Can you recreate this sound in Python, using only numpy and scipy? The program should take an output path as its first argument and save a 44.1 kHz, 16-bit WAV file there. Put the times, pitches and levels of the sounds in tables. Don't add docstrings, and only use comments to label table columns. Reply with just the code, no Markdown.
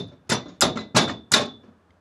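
import sys
import numpy as np
from scipy import signal
from scipy.fft import rfft, irfft
from scipy.io import wavfile
from scipy.ndimage import uniform_filter1d

SR = 44100
rng = np.random.default_rng(int(sys.argv[2]) if len(sys.argv) > 2 else 0)


def magnitude_from_level(level_db):
    exponent = np.asarray(level_db, float) / 20
    return 10 ** exponent


def persist_wave(psi):
    counts = np.round(np.clip(psi, -1, 1) * 32767).astype(np.int16)
    wavfile.write(sys.argv[1], SR, np.atleast_2d(counts).T)


N = 88420
SPAN = 2 ** 15


def curve(table, hz):
    table = np.array(table, float)
    return np.interp(np.log(np.maximum(hz, 1)), np.log(table[:, 0]), table[:, 1])


def unit(x):
    return x / np.sqrt(np.sum(x ** 2))


def fade(t, t60):
    return magnitude_from_level(-60 * t / t60)


def add(out, x, s):
    i = int(round(s * SR))
    a, b = max(i, 0), min(i + len(x), len(out))
    out[a:b] += x[a - i:b - i]


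def contacts():
    # (t/s, level/dB, tilt/dB per
    # octave, contact length/s, tube ring/dB)
    blow_contacts = [
        (-.06, -33.5, -8, 0.017, 10),
        (-.06, -33, 3.5, 0.0086, -1.5),
        (.075, -60.5, -1, 0.026, -2.5),
        (0.111, -54.5, -4.5, 0.03, -6),
        (0.265, -65, -3, 0.017, -18.5),
        (0.2918, -29.5, 4, 0.025, -1.5),
        (0.317, -20, 0, 0.0059, -2),
        (0.453, -47, -7.5, 0.022, 2),
        (0.4822, -51, 0, 0.019, -4.5),
        (0.531, -65.5, 1.5, 0.035, -2),
                     (0.608, -28, 6, 0.02, -20), (0.6193, -18.5, -2, 0.0042, 5),
                  (0.637, -26.5, -4, 0.032, -29.5), (0.755, -34.5, -3.5, 0.012, -21),
                  (0.771, -38, -1.5, 0.0061, 6.5), (0.796, -41, -2, 0.018, -0.5),
                  (0.947, -24, -3, 0.012, -21.5), (0.956, -22, 0, 0.012, -5.5),
                  (0.9633, -13.5, 0.3, 0.011, 3.5), (1.006, -26.5, -2, 0.029, 4),
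                  (1.077, -32, -2.5, 0.012, -2.5), (1.093, -33.5, -1.5, 0.0099, -13.5),
                  (1.313, -39, -5.5, 0.0062, -12), (1.3179, -29, 4.5, 0.0068, -6),
                  (1.3348, -17, 1.37, 0.0098, 5), (1.359, -22, 0, 0.014, 3), (1.402, -29.5, -1.5, .02, -32),
                  (1.451, -53, 2, 0.019, -10), (1.512, -72.5, -6, .02, 12), (1.63, -55, -4.5, 0.022, -22.5),
                  (1.674, -58, -5.5, 0.013, -24)]
    boards_db, tube_db = -4, -10
    soft_cut_hz, soft_below_db, soft_cut_db_per_db = 7900, -27, 1.2

    out = np.zeros(N)
    tube, boards = mode_bank(tube_modes()), mode_bank(board_modes())
    share, fades = frame_bands()
    hz = np.arange(SPAN + 1) * SR / (2 * SPAN)
    octaves = np.log2(np.clip(hz, 220, 16000) / 1000)
    above_cut = 1 / (1 + (soft_cut_hz / (hz + 1)) ** 20)
    t = np.arange(4096) / SR
    for s, db, tilt_db, length, ring_db in blow_contacts:
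        pressure = np.sin(np.pi * np.clip(t / length, 0, 1) ** .6)
        push = rfft(unit(rng.standard_normal(len(t)) * pressure), 2 * SPAN)
        push = push / np.sqrt(uniform_filter1d(np.abs(push) ** 2, size=401))

        body = clatter(share, fades) + magnitude_from_level(boards_db) * strike(boards)
        spectrum = rfft(body, 2 * SPAN) * magnitude_from_level(tilt_db * octaves)
        spectrum = spectrum + magnitude_from_level(tube_db + ring_db) * rfft(strike(tube), 2 * SPAN)
        softness_db = min(db - soft_below_db, 0)
        spectrum = spectrum * magnitude_from_level(soft_cut_db_per_db * softness_db * above_cut)
        add(out, 40 * magnitude_from_level(db) * irfft(spectrum * push)[:SPAN], s)
    return out


def clatter(share, fades):
    bands = irfft(rfft(rng.standard_normal(SPAN)) * share)
    return unit(np.sum(bands * fades, axis=0))


def frame_bands():
    # (f/Hz, level/dB per Hz)
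    frame_colour = [(60, -13), (220, -1.5), (1300, -4.5), (3200, -10), (4500, -8.5), (7400, -11),
                    (8600, -19.5), (16000, -37.5)]
    # (f/Hz, t60/s)
    frame_decay = [(60, 0.5), (210, 0.44), (560, 0.31), (1470, 0.18), (3880, 0.2), (7000, 0.11),
                   (10200, 0.052), (15000, 0.24)]
    echo_db, echo_stretch, top_t60_s = -32.5, 2.2, .085

    t, hz = np.arange(SPAN) / SR, np.arange(SPAN // 2 + 1) * SR / SPAN
    octave = np.arange(6, 15)[:, None]
    t60 = curve(frame_decay, 2. ** octave)
    t60[-1] = np.minimum(t60[-1], top_t60_s)
    overlap = np.clip(1 - np.abs(np.log2(np.maximum(hz, 64)) - octave), 0, 1)
    share = overlap * magnitude_from_level(curve(frame_colour, hz))
    return share, fade(t, t60) + magnitude_from_level(echo_db) * fade(t, t60 * echo_stretch)


def board_modes(count=3):
    # (f/Hz, level/dB, t60/s)
    board_notes = [(127, -13, 0.56), (167.7, -13, 0.34), (219.2, 3, 0.39), (251.2, -2, 0.32),
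                   (378.5, -9.5, 0.47), (412.4, -11, 0.58), (601, 4, 0.17), (622.5, -3, 0.56),
                   (907, -6, 0.12), (1056.6, -1.5, 0.23), (1163, -13, 0.31), (1376, 6.5, 0.043),
                   (1360, -14, 0.13), (88, -38, 0.85)]
    split, longest_t60_s = .035, .3
    rows = []
    for hz, db, t60 in board_notes:
        for _ in range(count):
            detuned_hz = hz * (1 + split * rng.standard_normal())
            rows.append((detuned_hz, db, min(t60, longest_t60_s)))
    return rows


def tube_modes(count=22):
    # (hoop f/Hz, spread/Hz, level/dB, t60 at the edge/s, t60 at the top/s)
    families = [
        (3462, 150, -5, .42, .36),
        (3520, 750, 0, .34, .25),
        (9600, 550, -12, .15, .1),
        (4900, 2700, -8, .15, .15),
    ]
    rows = []
    for hz, spread_hz, db, t60_edge, t60_top in families:
        place = (np.arange(count) + rng.random(count)) / count
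        mode_hz = hz + spread_hz * place ** 1.2
        t60 = t60_edge * (t60_top / t60_edge) ** place
        rows += list(zip(mode_hz, db - 4 * place, t60))
    return rows


def mode_bank(table):
    hz, db, t60 = np.array(table, float).T[:, :, None]
    t = np.arange(SPAN) / SR
    return magnitude_from_level(db) * fade(t, t60) * np.exp(2j * np.pi * hz * t).astype(np.complex64)


def strike(bank):
    count, scatter_db = len(bank), 6
    strength = magnitude_from_level(scatter_db * rng.standard_normal(count))
    gain = strength * np.exp(2j * np.pi * rng.random(count))
    return unit((gain @ bank).imag)


def ping(db, hz, t60):
    t = np.arange(16384) / SR
    rise = np.clip(t / (.0004 + .01 * t60), 0, 1) ** 2
    return magnitude_from_level(db) * rise * fade(t, t60) * np.sin(2 * np.pi * hz * t)


def pings(table):
    out = np.zeros(N)
    for s, db, hz, t60 in table:
        add(out, ping(db, hz, t60), s)
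    return out


def ticks():
    # (t/s, peak/dB, f/Hz, t60/s)
    clicks = [(0.299, -15, 10300, 0.0093), (0.3198, -11.5, 1410, 0.015), (0.31, -12, 1950, 0.012),
              (.6084, 14, 7200, 0.0016), (.6086, -23, 5100, 0.0035), (.6122, -18, 6760, .012),
              (.6212, -6.5, 5000, 0.019), (.7723, -36.5, 7050, 0.03), (.7723, -20.5, 1330, 0.042),
              (.7723, -27.5, 2090, 0.018), (.7895, -20, 1200, 0.012), (1.0773, -21.5, 1403, .015),
              (1.0977, -19.5, 1170, 0.016), (1.099, -49, 6700, 0.018), (.9635, -38.5, 8740, .01),
              (1.3181, 1, 7010, 0.0035), (1.3183, -9, 8520, 0.0053), (1.3355, -6.5, 5300, 0.0093)]
    return pings(clicks)


def hoop_notes():
    # (t/s, peak/dB, f/Hz, t60/s)
    notes = [(-.02, -40, 3462, .25), (-.02, -28.5, 3585, .2), (-.01, -52, 9940, .1),
             (.074, -66, 10100, .05), (.325, -25, 3520, 0.22), (.297, -30.5, 3600, 0.1),
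             (.385, -40.5, 3490, 0.3), (.322, -15, 5180, 0.029), (.455, -52, 3520, .2),
             (.482, -57.5, 6460, .08), (0.48, -58, 5450, .15), (.613, -19, 9800, .05),
             (0.642, -33, 9860, .12), (.63, -36, 3520, .4), (.975, -31.5, 3497, .5), (.975, -34, 3610, .3),
             (1.036, -40, 3560, .15), (1.082, -43, 4520, .08), (1.088, -49, 4280, .1),
             (1.089, -34, 3020, .06), (1.35, -28, 3610, 0.13), (1.49, -41, 3470, 0.32),
             (1.725, -56, 1250, 0.032), (1.968, -59.5, 1395, 0.021), (1.968, -53, 600, .03)]
    return pings(notes)


def rings():
    # (t/s, f/Hz)
    ring_starts = [(.002, 130), (.296, 130), (.296, 380), (.311, 2016), (.35, 5880), (.62, 1400),
                   (.62, 590), (.625, 1211), (.636, 217), (.758, 220), (.776, 2016), (.483, 6850),
                   (.777, 3800), (.793, 3950), (.97, 9750), (.33, 9800), (.79, 7250), (.946, 190),
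                   (.964, 1150), (.969, 900), (.965, 590), (1.01, 242), (1.095, 1800), (1.32, 140),
                   (1.322, 9900), (1.337, 2000), (1.395, 590), (.6084, 14300), (.6098, 11200),
                   (1.3181, 14200), (1.323, 13700), (1.32, 11000), (.9635, 8800), (1.457, 8200),
                   (1.457, 10500), (1.458, 3700), (.43, 2016)]
    # (peak/dB, t60/s)
    ring_shapes = [(-48, 0.088), (-24, 0.11), (-24.5, 0.11), (-34.5, 0.23), (-31, 0.14), (-12, 0.046),
                   (-26, 0.24), (-20.5, 0.21), (-25.5, 0.059), (-30.5, 0.1), (-39, 0.31), (-60, 0.22),
                   (-33.5, 0.039), (-33.5, 0.099), (-38, 0.13), (-29.5, 0.071), (-55.5, .15), (-16, 0.024),
                   (-12.5, .03), (-11, 0.032), (-27, .12), (-25.5, 0.21), (-26, 0.047), (-22.5, 0.079),
                   (-17, 0.033), (-13, .04), (-19.5, 0.18), (-14.5, .004), (-12, .008), (-15.5, .004),
                   (-28, 0.011), (-19.5, .008), (-37, 0.0075), (-49, 0.012), (-51, 0.012), (-39, 0.017),
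                   (-54.5, .3)]
    pair_hz = 22.6
    out = np.zeros(N)
    for (s, hz), (db, t60) in zip(ring_starts, ring_shapes):
        partner = ping(db - 0.5, hz + pair_hz, 0.2 * t60)
        add(out, ping(db, hz, t60) + partner, s)
    return out


def sweeps():
    # (t/s, peak/dB)
    slides = [
        (0.29, -57),
        (.321, -29),
        (.6145, -8),
        (.962, -33.5),
        (1.3305, -2),
        (1.313, -25.5),
    ]
    hoop_hz, travel_s, t60_s, rise_s = 3480, .005, .06, .004
    out, t = np.zeros(N), np.arange(8192) / SR
    late = np.maximum(t - travel_s, 0)
    phase = 2 * np.pi * hoop_hz * np.sqrt(late * (late + 2 * travel_s))
    rise = np.clip(late / rise_s, 0, 1) ** 2
    slide = rise * fade(late, t60_s) * np.sin(phase)
    for s, db in slides:
        add(out, magnitude_from_level(db) * slide, s)
    return out


def far_tap():
    # (t/s, peak/dB, f/Hz, t60/s)
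    tap_modes = [
        (1.905, -51, 2080, .025),
        (1.906, -57, 3180, .017),
        (1.907, -61, 4770, .011),
        (1.908, -60, 3650, .016),
        (1.907, -66, 6500, .007),
        (1.637, -54, 1300, .03),
    ]
    return pings(tap_modes)


def site():
    # (f/Hz, level/dB per Hz)
    hum_colour = [(15, -62), (25, -35), (92, 5.5), (127, -29.5), (166, -6.5), (1650, -19.5), (2160, -30.5),
                  (2350, -29), (16000, -51.5)]
    level_db, swell_db = -58, 0.84
    hz = np.arange(N // 2 + 1) * SR / N
    noise = rfft(rng.standard_normal(N))
    hum = unit(irfft(noise * magnitude_from_level(curve(hum_colour, hz)), N)) * np.sqrt(N)
    swell = np.interp(np.arange(N), np.linspace(0, N, 24), rng.standard_normal(24))
    return hum * magnitude_from_level(level_db + swell_db * swell)


def scene():
    blows = contacts() + ticks()
    ringing = hoop_notes() + rings() + sweeps()
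    return (blows + ringing + far_tap() + site())[None]


def band_limit(x):
    return signal.sosfilt(signal.butter(12, 16450, fs=SR, output="sos"), x)


def record(dry):
    low_hz, dull_hz, top_hz = 67.2, 12000, 15900
    dry = signal.sosfilt(signal.butter(4, low_hz, "high", fs=SR, output="sos"), dry)
    dry = signal.sosfilt(signal.butter(2, dull_hz, fs=SR, output="sos"), dry)
    squeezed = np.tanh(dry / 1.174) * 1.044
    top = signal.ellip(8, .2, 60, top_hz, fs=SR, output="sos")
    return band_limit(signal.sosfilt(top, squeezed))


dry = scene()
out = record(dry)
persist_wave(out)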